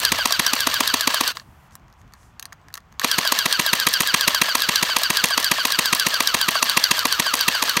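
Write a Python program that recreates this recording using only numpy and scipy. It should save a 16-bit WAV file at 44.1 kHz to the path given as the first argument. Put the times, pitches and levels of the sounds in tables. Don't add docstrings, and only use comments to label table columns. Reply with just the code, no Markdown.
import sys
import numpy as np
from scipy import signal
from scipy.fft import rfft, irfft
from scipy.io import wavfile
from scipy.ndimage import uniform_filter1d

SR = 44100
rng = np.random.default_rng(int(sys.argv[2]) if len(sys.argv) > 2 else 0)


def voltage_ratio(decibels):
    exponent = np.asarray(decibels, float) / 20
    return 10 ** exponent


def wav_out(sig):
    wavfile.write(sys.argv[1], SR, np.round(np.clip(np.atleast_2d(sig).T, -1, 1) * 32767).astype(np.int16))


N = 343980


def unit(x):
    return x / np.sqrt(np.mean(x ** 2))


def band(x, lo_hz, hi_hz):
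    return signal.sosfilt(signal.butter(3, [lo_hz, hi_hz], "band", fs=SR, output="sos"), x)


def ring(x, modes):
    out = 0
    for k, (hz, width_hz, db) in enumerate(modes):
        mode = signal.lfilter(*signal.iirpeak(hz, hz / width_hz, SR), x)
        out = out + (-1) ** k * voltage_ratio(db) * mode
    return out


def walk(rate_hz):
    hold = int(SR / rate_hz)
    steps = np.repeat(rng.standard_normal(N // hold + 1), hold)
    return unit(uniform_filter1d(steps, hold)[:N])


def swells(t, table, floor_db):
    return voltage_ratio(floor_db) + sum(voltage_ratio(db) * np.exp(-((t - s) / half_s) ** 2) for s, db, half_s in table)


def puffs(times_s, db, hz):
    push = np.zeros(N)
    push[(times_s * SR).astype(int)] = voltage_ratio(db)
    cycle = np.arange(int(SR / hz)) * hz / SR
    swing = np.sin(2 * np.pi * cycle) * np.sqrt(np.sin(np.pi * cycle))
    return np.convolve(push, swing)[:N]


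def strike(times_s, db, modes, decay_ms, same):
    t = np.arange(512) / SR
    shape = same * rng.standard_normal(512) + (1 - same) * rng.standard_normal((len(times_s), 512))
    hits = ring(shape * np.exp(-t * 1000 / decay_ms), modes)
    hits /= np.sqrt(np.mean(hits[:, :64] ** 2, axis=1, keepdims=True))
    out = np.zeros(N + 1024)
    for s, gain, hit in zip(times_s, voltage_ratio(db), hits):
        start = int(s * SR)
        out[start:start + 512] += gain * hit
    return out[:N]


# (frequency [Hz], width [Hz], level [dB])
EDGE_MODES = [(7580, 2200, -2.5), (9290, 1100, 1), (12160, 1600, 0), (15350, 1600, -6)]
# (frequency [Hz], width [Hz], level [dB])
KNOCK_MODES = [(1095, 330, -4), (1886, 310, -3.5)]


def clicks(table, body, decay_ms, db, knock_ms=0.52):
    s, level_db, bright_db, *knock_db = np.transpose(table)
    out = strike(s, level_db + db, body, decay_ms, same=0.38)
    out += strike(s, level_db + bright_db + db, EDGE_MODES, 1.1 * decay_ms, same=0.11)
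    if knock_db:
        out += strike(s, knock_db[0] + 0.5, KNOCK_MODES, knock_ms, same=0.19)
    return out


# (frequency [Hz], density [dB per Hz])
GARDEN_SPECTRUM = [(88, -33.5), (150, 3), (186, -14), (484, -16.5), (745, -7.5), (1080, -6.5), (2310, -18),
                   (3350, -22), (3700, -28), (6510, -31), (10400, -45.5), (15100, -36), (16000, -47.5)]


def far_traffic():
    hz, db = np.transpose(GARDEN_SPECTRUM)
    bins_hz = np.arange(N // 2 + 1) * SR / N
    colour = voltage_ratio(np.interp(np.log(bins_hz + 1), np.log(hz), db))
    noise = unit(irfft(rfft(rng.standard_normal(N)) * colour, N))
    return noise * voltage_ratio(-58 + 2.0 + 1.1 * walk(9.9))


def thin_hiss(t):
    end_s, fade_s = 1.69, .01
    hiss = unit(band(rng.standard_normal(N), 2200, 16000))
    return voltage_ratio(-67) * hiss * np.clip((end_s - t) / fade_s, 0, 1)


# (time [s], level [dB], half length [s])
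GUSTS_ON_MIC = [
    (.15, -47, .15),
    (.7, -52, 0.19),
    (1.5, -48, 0.054),
    (1.734, -55.5, 0.037),
    (1.852, -54, 0.046),
    (2.049, -49, 0.036),
    (2.305, -59, .08),
    (2.667, -48, 0.025),
    (2.92, -58.5, .05),
]


def wind(t):
    mic_modes = [(55, 87, 5.5), (112.8, 100, -11.5), (153.5, 50, -12.5)]  # Hz, width Hz, dB
    buffet = ring(ring(rng.standard_normal(N), mic_modes), [(80, 106, 0)])
    return unit(buffet) * swells(t, GUSTS_ON_MIC, floor_db=-54)


# (time [s], slam level [dB], muzzle pop level [dB])
LOADED_STROKES = [(0.1193, -10.4, -15.3), (0.3948, -10.5, -15.2), (3.1841, -11.2, -15.1),
                  (3.4578, -12.1, -15.8), (3.5951, -11.2, -15.3), (3.7314, -9.5, -14.1),
                  (3.8685, -10.3, -13.8), (4.0053, -10.7, -16.2), (4.1415, -10.0, -12.8),
                  (4.2782, -9.1, -14.1), (4.4157, -9.4, -13.1), (4.6895, -11.0, -14.7),
                  (4.8275, -10.9, -15.8), (5.1026, -12.1, -16.2), (5.2402, -8.1, -15.2),
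                  (5.515, -10.7, -14.2), (5.7892, -10.6, -14.6), (5.9281, -10.3, -13.2),
                  (6.0662, -11.4, -15.1), (6.3446, -11.2, -15.3), (6.4851, -12.2, -13.9),
                  (6.7711, -9.7, -11.7), (6.9114, -9.6, -13.6), (7.1972, -10.1, -14.8),
                  (7.4814, -9.7, -14.1), (7.7692, -10.5, -15.6)]
# (time [s], slam level [dB], stock boom level [dB])
EMPTY_STROKES = [(0.2565, -10.1, -31.4), (0.534, -10.3, -24.5), (0.671, -10.6, -24.9),
                 (0.8061, -9.6, -24.0), (0.9408, -9.2, -24.2), (1.0751, -9.4, -23.9),
                 (1.2091, -10.8, -24.6), (3.0451, -10.1, -23.8), (3.3217, -8.5, -27.0),
                 (4.5526, -10.0, -30.5), (4.9658, -9.0, -31.5), (5.3778, -9.8, -31.4),
                 (5.6528, -10.2, -31.3), (6.2049, -9.4, -27.7), (6.6267, -8.7, -31.0),
                 (7.0541, -10.0, -23.9), (7.3391, -10.4, -30.8), (7.6251, -10.1, -31.5)]


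def strokes():
    rows = np.array(LOADED_STROKES + EMPTY_STROKES)
    order = np.argsort(rows[:, 0])
    return (*rows[order].T, order < len(LOADED_STROKES))


def motor(t):
    release_s, brake_s, coast_s, halt_s = 1.312, 0.021, 0.092, .02
    pull_s, spin_up_s = 2.995, 0.055
    brake_db, coast_db, rest_db, kick_db = -18.5, -41, -70, -9
    stop = release_s + np.cumsum([0, brake_s, coast_s, halt_s])
    start = pull_s + np.array([-.001, .002, spin_up_s])
    return voltage_ratio(np.interp(t, [*stop, *start], [0, brake_db, coast_db, rest_db, rest_db, kick_db, 0]))


# (time [s], whine level [dB])
GRIP_DAMPING = [(0, -26.5), (.3, -25.5), (1.3, -27), (3, -25), (5.5, -25), (6.5, -25.5), (6.8, -27.5),
                (7.2, -25), (7.8, -26)]
# (share of cycle [0-1], rate [Hz])
TOOTH_RATE_CURVE = [(0, 1215), (.195, 2040), (.3, 1950), (.45, 1705), (.55, 1640), (.7, 1540), (.8, 1432),
                    (.9, 1295), (1, 1215)]
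# (rate [Hz], level [dB])
HOUSING_RESPONSE = [(1230, -9), (1300, -11), (1385, -17), (1435, -6), (1490, -2), (1565, 1), (1650, -7),
                    (1800, -9), (1950, -16)]
# (share of cycle [0-1], level [dB])
BACKLASH_CURVE = [(0, -12), (.081, -7.5), (.17, -2), (.41, -1.5), (.582, -2), (.71, -3.5), (.878, -6),
                  (.949, -6), (1, 5)]
# (multiple [1], level [dB], unsteadiness [dB])
TOOTH_OVERTONES = [(2, -5, 2), (3, -5, 2.6), (4, -13, 3)]
# (frequency [Hz], width [Hz], level [dB])
GEAR_MODES = [(3100, 700, 0), (3900, 350, -3), (4540, 520, 1.5), (6100, 600, -4)]
# (frequency [Hz], width [Hz], level [dB])
HOUSING_MODES = [(978, 144, 0.5), (1222, 203, 2), (1616, 210, 4), (1820, 460, 0.5), (3000, 800, 1),
                 (4446, 660, 1.5), (6160, 930, -6.5), (7830, 2500, -11.5), (11850, 630, -13),
                 (13900, 2100, -15)]


def gearbox(t):
    s, _, _, loaded = strokes()
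    grip_db = np.interp(s, *np.transpose(GRIP_DAMPING)) - 1.5 * ~loaded

    k = np.clip(np.searchsorted(s, t) - 1, -1, len(s) - 1)
    gaps_s = np.diff(s, append=s[-1] + .14)
    since_s = np.where(k < 0, t - s[0] + .137, t - s[k])
    until_s = np.append(s, 9.)[k + 1] - t
    winding_up = (gaps_s[k] > .5) & (until_s < .137)
    running = np.clip(since_s / np.minimum(gaps_s[k], .145), 0, 1)
    share = np.where(winding_up, 1 - until_s / .2, running)

    pace = .1372 / np.clip(np.append(gaps_s, .137)[k], .135, .145)
    hz = np.interp(share, *np.transpose(TOOTH_RATE_CURVE)) * pace ** 1.6

    mesh_at, let_go_at, loose_db = 0.16, 1, -20
    mesh_db = np.interp(share, [0, mesh_at, mesh_at + 0.019, let_go_at, 1],
                        [2 * loose_db, loose_db, 0, 0, loose_db])
    over_from_hz, over_to_hz = 1628, 1443
    below = np.clip((over_to_hz - hz) / 30, 0, 1)
    above = np.clip((hz - over_from_hz) / 120, 0, 1.5)
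    slack_db = -6 * (below + above)
    tires_s, labour_db_per_s = 5.5, 8
    tone_db = np.interp(hz, *np.transpose(HOUSING_RESPONSE))
    tone_db += np.clip(labour_db_per_s * (t - tires_s), 0, 5) * below
    rattle_db = np.interp(share, *np.transpose(BACKLASH_CURVE))
    treble_db = 2 * rattle_db + 2.5
    shake_share = 0.044
    rumble_db = -14 * share - .6 + 24 * np.exp((share - 1) / shake_share)
    rumble_db += 6 * np.exp(-share / shake_share)

    phase = 2 * np.pi * np.cumsum(hz * (1 + 0.00402 * walk(200))) / SR
    turn = phase / 13
    teeth = 0
    for m, db, rough_db in TOOTH_OVERTONES:
        gain = voltage_ratio(db + rough_db * walk(220) + slack_db)
        teeth = teeth + gain * np.sin(m * (phase + .25 * walk(350)))
    teeth = teeth * (1 + 0.43 * np.sin(turn))
    tone = voltage_ratio(tone_db + 1.2 * walk(150)) * np.sin(phase) * (1 + 0.33 * np.sin(turn))
    whine = voltage_ratio(0.5) * ring(ring(teeth, GEAR_MODES), GEAR_MODES) + tone

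    grit = rng.standard_normal(N) * voltage_ratio(2.37 * walk(400)) * (1 + 0.33 * np.cos(phase))
    beat = rng.standard_normal(N) * np.exp(3.0 * (np.cos(turn) - 1))
    low = unit(band(ring(grit, HOUSING_MODES[:7]), 1000, 6460))
    high = unit(band(ring(grit, HOUSING_MODES[7:]), 5800, 21000))
    beat_high = unit(band(ring(beat, HOUSING_MODES[8:]), 10500, 16000))
    rumble = unit(band(grit, 206, 720)) + voltage_ratio(3.5) * unit(band(grit, 400, 850))
    rattle = voltage_ratio(-23.5 + rattle_db) * low + voltage_ratio(-36.5 + treble_db) * high
    rattle += voltage_ratio(-44.5) * beat_high + voltage_ratio(-40.5 + rumble_db) * rumble
    return motor(t) * (voltage_ratio(mesh_db + grip_db[np.maximum(k, 0)] + 4.5) * whine + rattle)


# (time [s], level [dB])
LEVER_SNAPS = [
    (0.05, -5.5),
    (0.3233, -7.5),
    (0.4647, -7.5),
    (0.605, -9),
    (0.7413, -9.5),
    (0.8754, -8.5),
    (1.0084, -9),
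    (1.1437, -8.5),
    (1.277, -9),
               (3.1142, -6), (3.3885, -6.5), (3.5259, -7), (3.6634, -7), (3.7992, -8), (3.938, -6.5),
                 (4.073, -10.5), (4.2096, -7), (4.347, -9), (4.6201, -8), (4.7572, -7), (5.0337, -9),
                 (5.1704, -6.5), (5.444, -6.5), (5.721, -9.5), (5.857, -7.5), (5.997, -8), (6.141, -14.5),
                 (6.2731, -6), (6.4133, -7), (6.6961, -6.5), (6.839, -6.5), (7.1244, -9.5), (7.409, -8.5),
                 (7.6946, -8.5)]
# (time [s], level [dB])
NOZZLE_TICKS = [(0.274, -17), (0.553, -17.5), (3.753, -16), (3.8866, -13), (4.0203, -13), (4.2945, -21.5),
                (4.4355, -17), (4.9853, -15), (5.2566, -13), (5.4007, -15), (5.6706, -16.5), (5.9493, -10),
                (6.0852, -17), (6.2262, -17), (6.5083, -16.5), (6.642, -17), (7.0692, -17.5),
                (7.353, -13.5), (7.6373, -15.5)]
# (time [s], level [dB])
BRIGHT_TICKS = [(.0011, -15), (.0344, -22), (0.1856, -21), (1.3181, -34), (3.0343, -28), (3.0778, -24),
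                (3.2523, -19), (3.6122, -20), (3.9315, -16), (4.161, -24), (4.4923, -20), (4.571, -21),
                (4.8416, -24), (5.0176, -20), (5.3071, -18), (5.6335, -26), (5.9778, -25),
                (6.5541, -22), (6.9702, -21), (6.9797, -20), (7.2659, -19), (7.3721, -22),
                (7.5508, -19)]
# (time [s], level [dB])
PELLET_TICKS = [(0.3074, -8), (3.0158, -28), (3.2149, -22), (3.275, -1), (4.5823, -17), (4.6038, -6),
                (5.2863, -10), (5.4284, -7), (5.704, -6), (6.0981, -24), (6.992, 0.5), (7.392, -9),
                (7.6782, -14)]
# (time [s], level
# [dB])
DULL_KNOCKS = [(0.033, -16.5), (0.145, -21), (0.186, -12), (0.307, -12.5), (0.562, -19), (1.106, -27),
               (3.251, -15.5), (3.661, -18), (4.345, -17), (4.484, -15), (4.894, -15), (5.017, -17.5),
               (5.307, -13), (5.582, -13.5), (5.702, -18), (5.9555, -21), (6.412, -22), (6.553, -13),
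               (6.98, -18.5), (7.265, -14), (7.55, -15), (7.679, -18.5), (.0498, -27), (.4222, -23.5),
               (0.463, -19.5), (0.7382, -15.5), (1.0074, -22.5), (1.1407, -13.5), (1.4172, -38),
               (4.3066, -20), (4.443, -24), (4.9909, -23), (5.4311, -21), (6.1354, -20), (6.5146, -25)]
# (frequency [Hz], width [Hz], level [dB])
LEVER_MODES = [(2750, 240, -12.5), (3870, 500, 0), (4440, 470, 1), (5740, 610, -4.5)]
# (frequency [Hz], width [Hz], level [dB])
LATCH_MODES = [(5250, 760, -7), (970, 230, -4.5)]
# (frequency [Hz], width [Hz], level [dB])
STOCK_MODES = [(250, 37.7, 8), (498, 32, -8), (620, 110, -8)]


def feed():
    s, db = np.transpose(LEVER_SNAPS)
    edge_db = -8 - (1 - 0.5) * db
    knock_db = -22.5 + 1.5 * rng.standard_normal(len(s))
    snaps = np.transpose([s, db, edge_db, knock_db])
    ticks = [(s, db, 7.5) for s, db in NOZZLE_TICKS + BRIGHT_TICKS]
    ticks += [(s, db, -5) for s, db in PELLET_TICKS]
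    dull_s, dull_db = np.transpose(DULL_KNOCKS)
    dull = strike(dull_s, dull_db - 6, KNOCK_MODES[:1] + STOCK_MODES[2:], 2.44, same=0.57)
    caught_s = strokes()[0] + 0.029
    latch = strike(caught_s, 3 * rng.standard_normal(len(caught_s)) - 25, LATCH_MODES, 1.6, same=0.34)
    out = clicks(snaps, LEVER_MODES, 1.95, db=-4.5)
    return out + clicks(ticks, LEVER_MODES, 0.8, db=-12.0) + dull + latch


# (delay [ms], level [dB])
PISTON_REBOUNDS = [(-1.6, -17), (-.7, -14), (0, 1), (.5, -4), (.95, -1), (1.4, -4), (1.9, -3), (2.5, -1),
                   (3.2, -7), (3.9, -7), (4.5, -4), (5, -3), (5.7, -7), (6.4, -11), (7.6, -16)]
# (frequency [Hz], width [Hz], level [dB])
SHELL_MODES = [(1186, 79, 1), (1940, 197, -2), (2335, 370, -3), (2700, 260, 1.5), (3230, 87, 1),
               (3970, 960, -4), (5980, 350, -4), (6650, 340, -6.5), (9030, 1400, -11.5), (11730, 1000, -12),
               (15040, 2100, -23.5)]
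# (frequency [Hz], width [Hz], level [dB])
BARREL_MODES = [(922, 124, -1.5), (1170, 157, -2.5), (1986, 450, -11.5)]
# (frequency [Hz], width [Hz], level [dB])
RECEIVER_MODES = [(485.4, 80.8, 1), (703, 89, -6.5)]


def piston():
    s, slam_db, pop_db, loaded = strokes()
    off_db = -60
    stock_db = pop_db
    thump_db = np.where(loaded, -35, -47 + 0.67 * (stock_db + 30))

    scatter_db = rng.standard_normal((len(s), len(PISTON_REBOUNDS)))
    slam = strike(s + .0039, np.where(loaded, pop_db, off_db), BARREL_MODES, 0.26, same=0.96)
    slam += strike(s + 0.00051, slam_db - np.where(loaded, 11.5, 3.5), BARREL_MODES, 0.26, same=0.61)
    for k, (ms, db) in enumerate(PISTON_REBOUNDS):
        late_db = np.where(loaded, pop_db + 17.0, -1.6 * (ms - 2.1)) * (ms > 2.2)
        hit_db = slam_db + db + late_db - 4.5 + scatter_db[:, k]
        slam += strike(s + ms / 1000, hit_db, SHELL_MODES, 0.1, same=0.64)

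    air = puffs(s - .0030, np.where(loaded, -22.0, 1.1 * (stock_db + 28.5) - 27.5), hz=253.0)
    air += puffs(s + 0.00326, np.where(loaded, thump_db + 16.5, off_db), hz=329.0)
    air += puffs(s + 0.0016, np.where(loaded, off_db, 0.67 * (stock_db + 26.0) - 15.0), hz=476.0)
    air = band(air + voltage_ratio(-12.0) * ring(air, STOCK_MODES), 188, 2900)
    air += puffs(s - .001, thump_db + 8.0, hz=133.6)
    receiver_db = np.where(loaded, slam_db - 21.5, pop_db - 5.5)
    air += strike(s + 0.0011, receiver_db, RECEIVER_MODES, 1.3, same=1.0)

    crack = puffs(s - .0001, slam_db + 7, hz=5200.)
    crack += puffs(s + .0023, np.where(loaded, slam_db + 4, off_db), hz=2600.)
    crack += strike(s, slam_db - 11.5, EDGE_MODES, 0.13, same=0.35)
    return band(slam, 750, 18300) + air + crack


# (time [s], level [dB], brightness [dB], knock [dB])
TRIGGER_CLICKS = [
    (1.37, -22.5, -16, -28),
    (1.3978, -30, -25, -37),
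    (1.7536, -41, 7.5, -42),
    (2.996, -16, -6.5, -24.5),
    (3.0157, -31, 3, -24),
    (3.0373, -22, -12, -30),
]
# (time [s], level [dB], knock [dB])
FINGER_TOUCHES = [(1.7091, -53, -54.5), (1.8815, -55.5, -57), (1.9, -58.5, -58), (1.9264, -50, -59),
                  (2.015, -52, -56), (2.1229, -54, -55), (2.1364, -39, -45), (2.1511, -58, -54),
                  (2.2307, -57, -55), (2.396, -28, -38), (2.4123, -53, -61), (2.4263, -28.5, -38),
                  (2.4437, -57, -63), (2.4547, -28.5, -37), (2.5233, -45.5, -37), (2.528, -36.5, -42),
                  (2.684, -44.5, -43), (2.7028, -57, -53), (2.7274, -50, -56), (2.7406, -24.5, -36),
                  (2.7538, -30.5, -36), (2.7713, -41, -40), (2.776, -32.5, -34), (2.8037, -52, -56),
                  (2.9248, -47, -52), (1.7222, -53, -62), (1.7962, -61, -63), (1.9383, -58, -64),
                  (2.0777, -57, -64), (2.4645, -54, -62), (2.5396, -59, -66), (2.6149, -60, -66),
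                  (2.9194, -60, -54), (2.9401, -59, -64), (2.9875, -58, -62)]
# (frequency [Hz], width [Hz], level [dB])
PLASTIC_MODES = [(2420, 1100, -7.5), (4230, 1150, 3), (6560, 690, 1)]


def hands():
    fingers = [(s, db, -3.5 + 0.2 * (db + 33), knock_db) for s, db, knock_db in FINGER_TOUCHES]
    touch = np.array(TRIGGER_CLICKS + fingers)
    bounce = touch + [.0042, -28, 0, -11]
    return clicks(np.vstack([touch, bounce]), PLASTIC_MODES, 1.0, db=-1.5, knock_ms=1.75)


# (time [s], level [dB], half length [s])
RUSTLE_BRUSHES = [
    (1.735, -56, 0.018),
    (2, -65, .02),
    (2.231, -59.5, 0.07),
]


def rustle(t):
    hiss = unit(ring(rng.standard_normal(N), [(6300, 2900, 1.5), (12500, 6000, -9.5)]))
    return hiss * swells(t, RUSTLE_BRUSHES, floor_db=-78) * voltage_ratio(-4.0)


# (time [s], length [s], start [Hz], end [Hz], level [dB])
BIRD_WHISTLES = [
    (2.28, .1, 3520, 3480, -72),
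    (2.6, 0.049, 7800, 8200, -76.5),
]


def birds(t):
    out = 0
    for s, length_s, from_hz, to_hz, db in BIRD_WHISTLES:
        share = np.clip((t - s) / length_s, 0, 1)
        hz = from_hz + (to_hz - from_hz) * share
        out = out + voltage_ratio(db) * np.sin(np.pi * share) * np.sin(2 * np.pi * np.cumsum(hz) / SR)
    return out


def scene():
    t = np.arange(N) / SR
    garden = far_traffic() + thin_hiss(t) + wind(t) + rustle(t) + birds(t)
    gun = gearbox(t) + feed() + piston() + hands()
    dip_hz, dip_width_hz = 775.5, 47
    gun = signal.lfilter(*signal.iirnotch(dip_hz, dip_hz / dip_width_hz, SR), gun)
    lag_s = np.arange(SR // 5) / SR
    near, far = rng.standard_normal((2, len(lag_s)))
    near = voltage_ratio(-32.5) * near * np.exp(-lag_s / 0.0058) * (lag_s > .001)
    far = voltage_ratio(-55) * band(far, 300, 5000) * np.exp(-lag_s / .04) * np.clip(lag_s / .015, 0, 1)
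    return (gun + signal.fftconvolve(gun, near + far)[:N] + garden)[None]


def top_cut(x):
    return signal.sosfilt(signal.butter(12, 16960, fs=SR, output="sos"), x)


def record(dry):
    x = signal.sosfilt(signal.ellip(10, .5, 24, 15800, fs=SR, output="sos"), dry)
    x = signal.sosfilt(signal.butter(2, 45, "high", fs=SR, output="sos"), x)
    return top_cut(np.clip(x, -1, 1))


dry = scene()
out = record(dry)
wav_out(out)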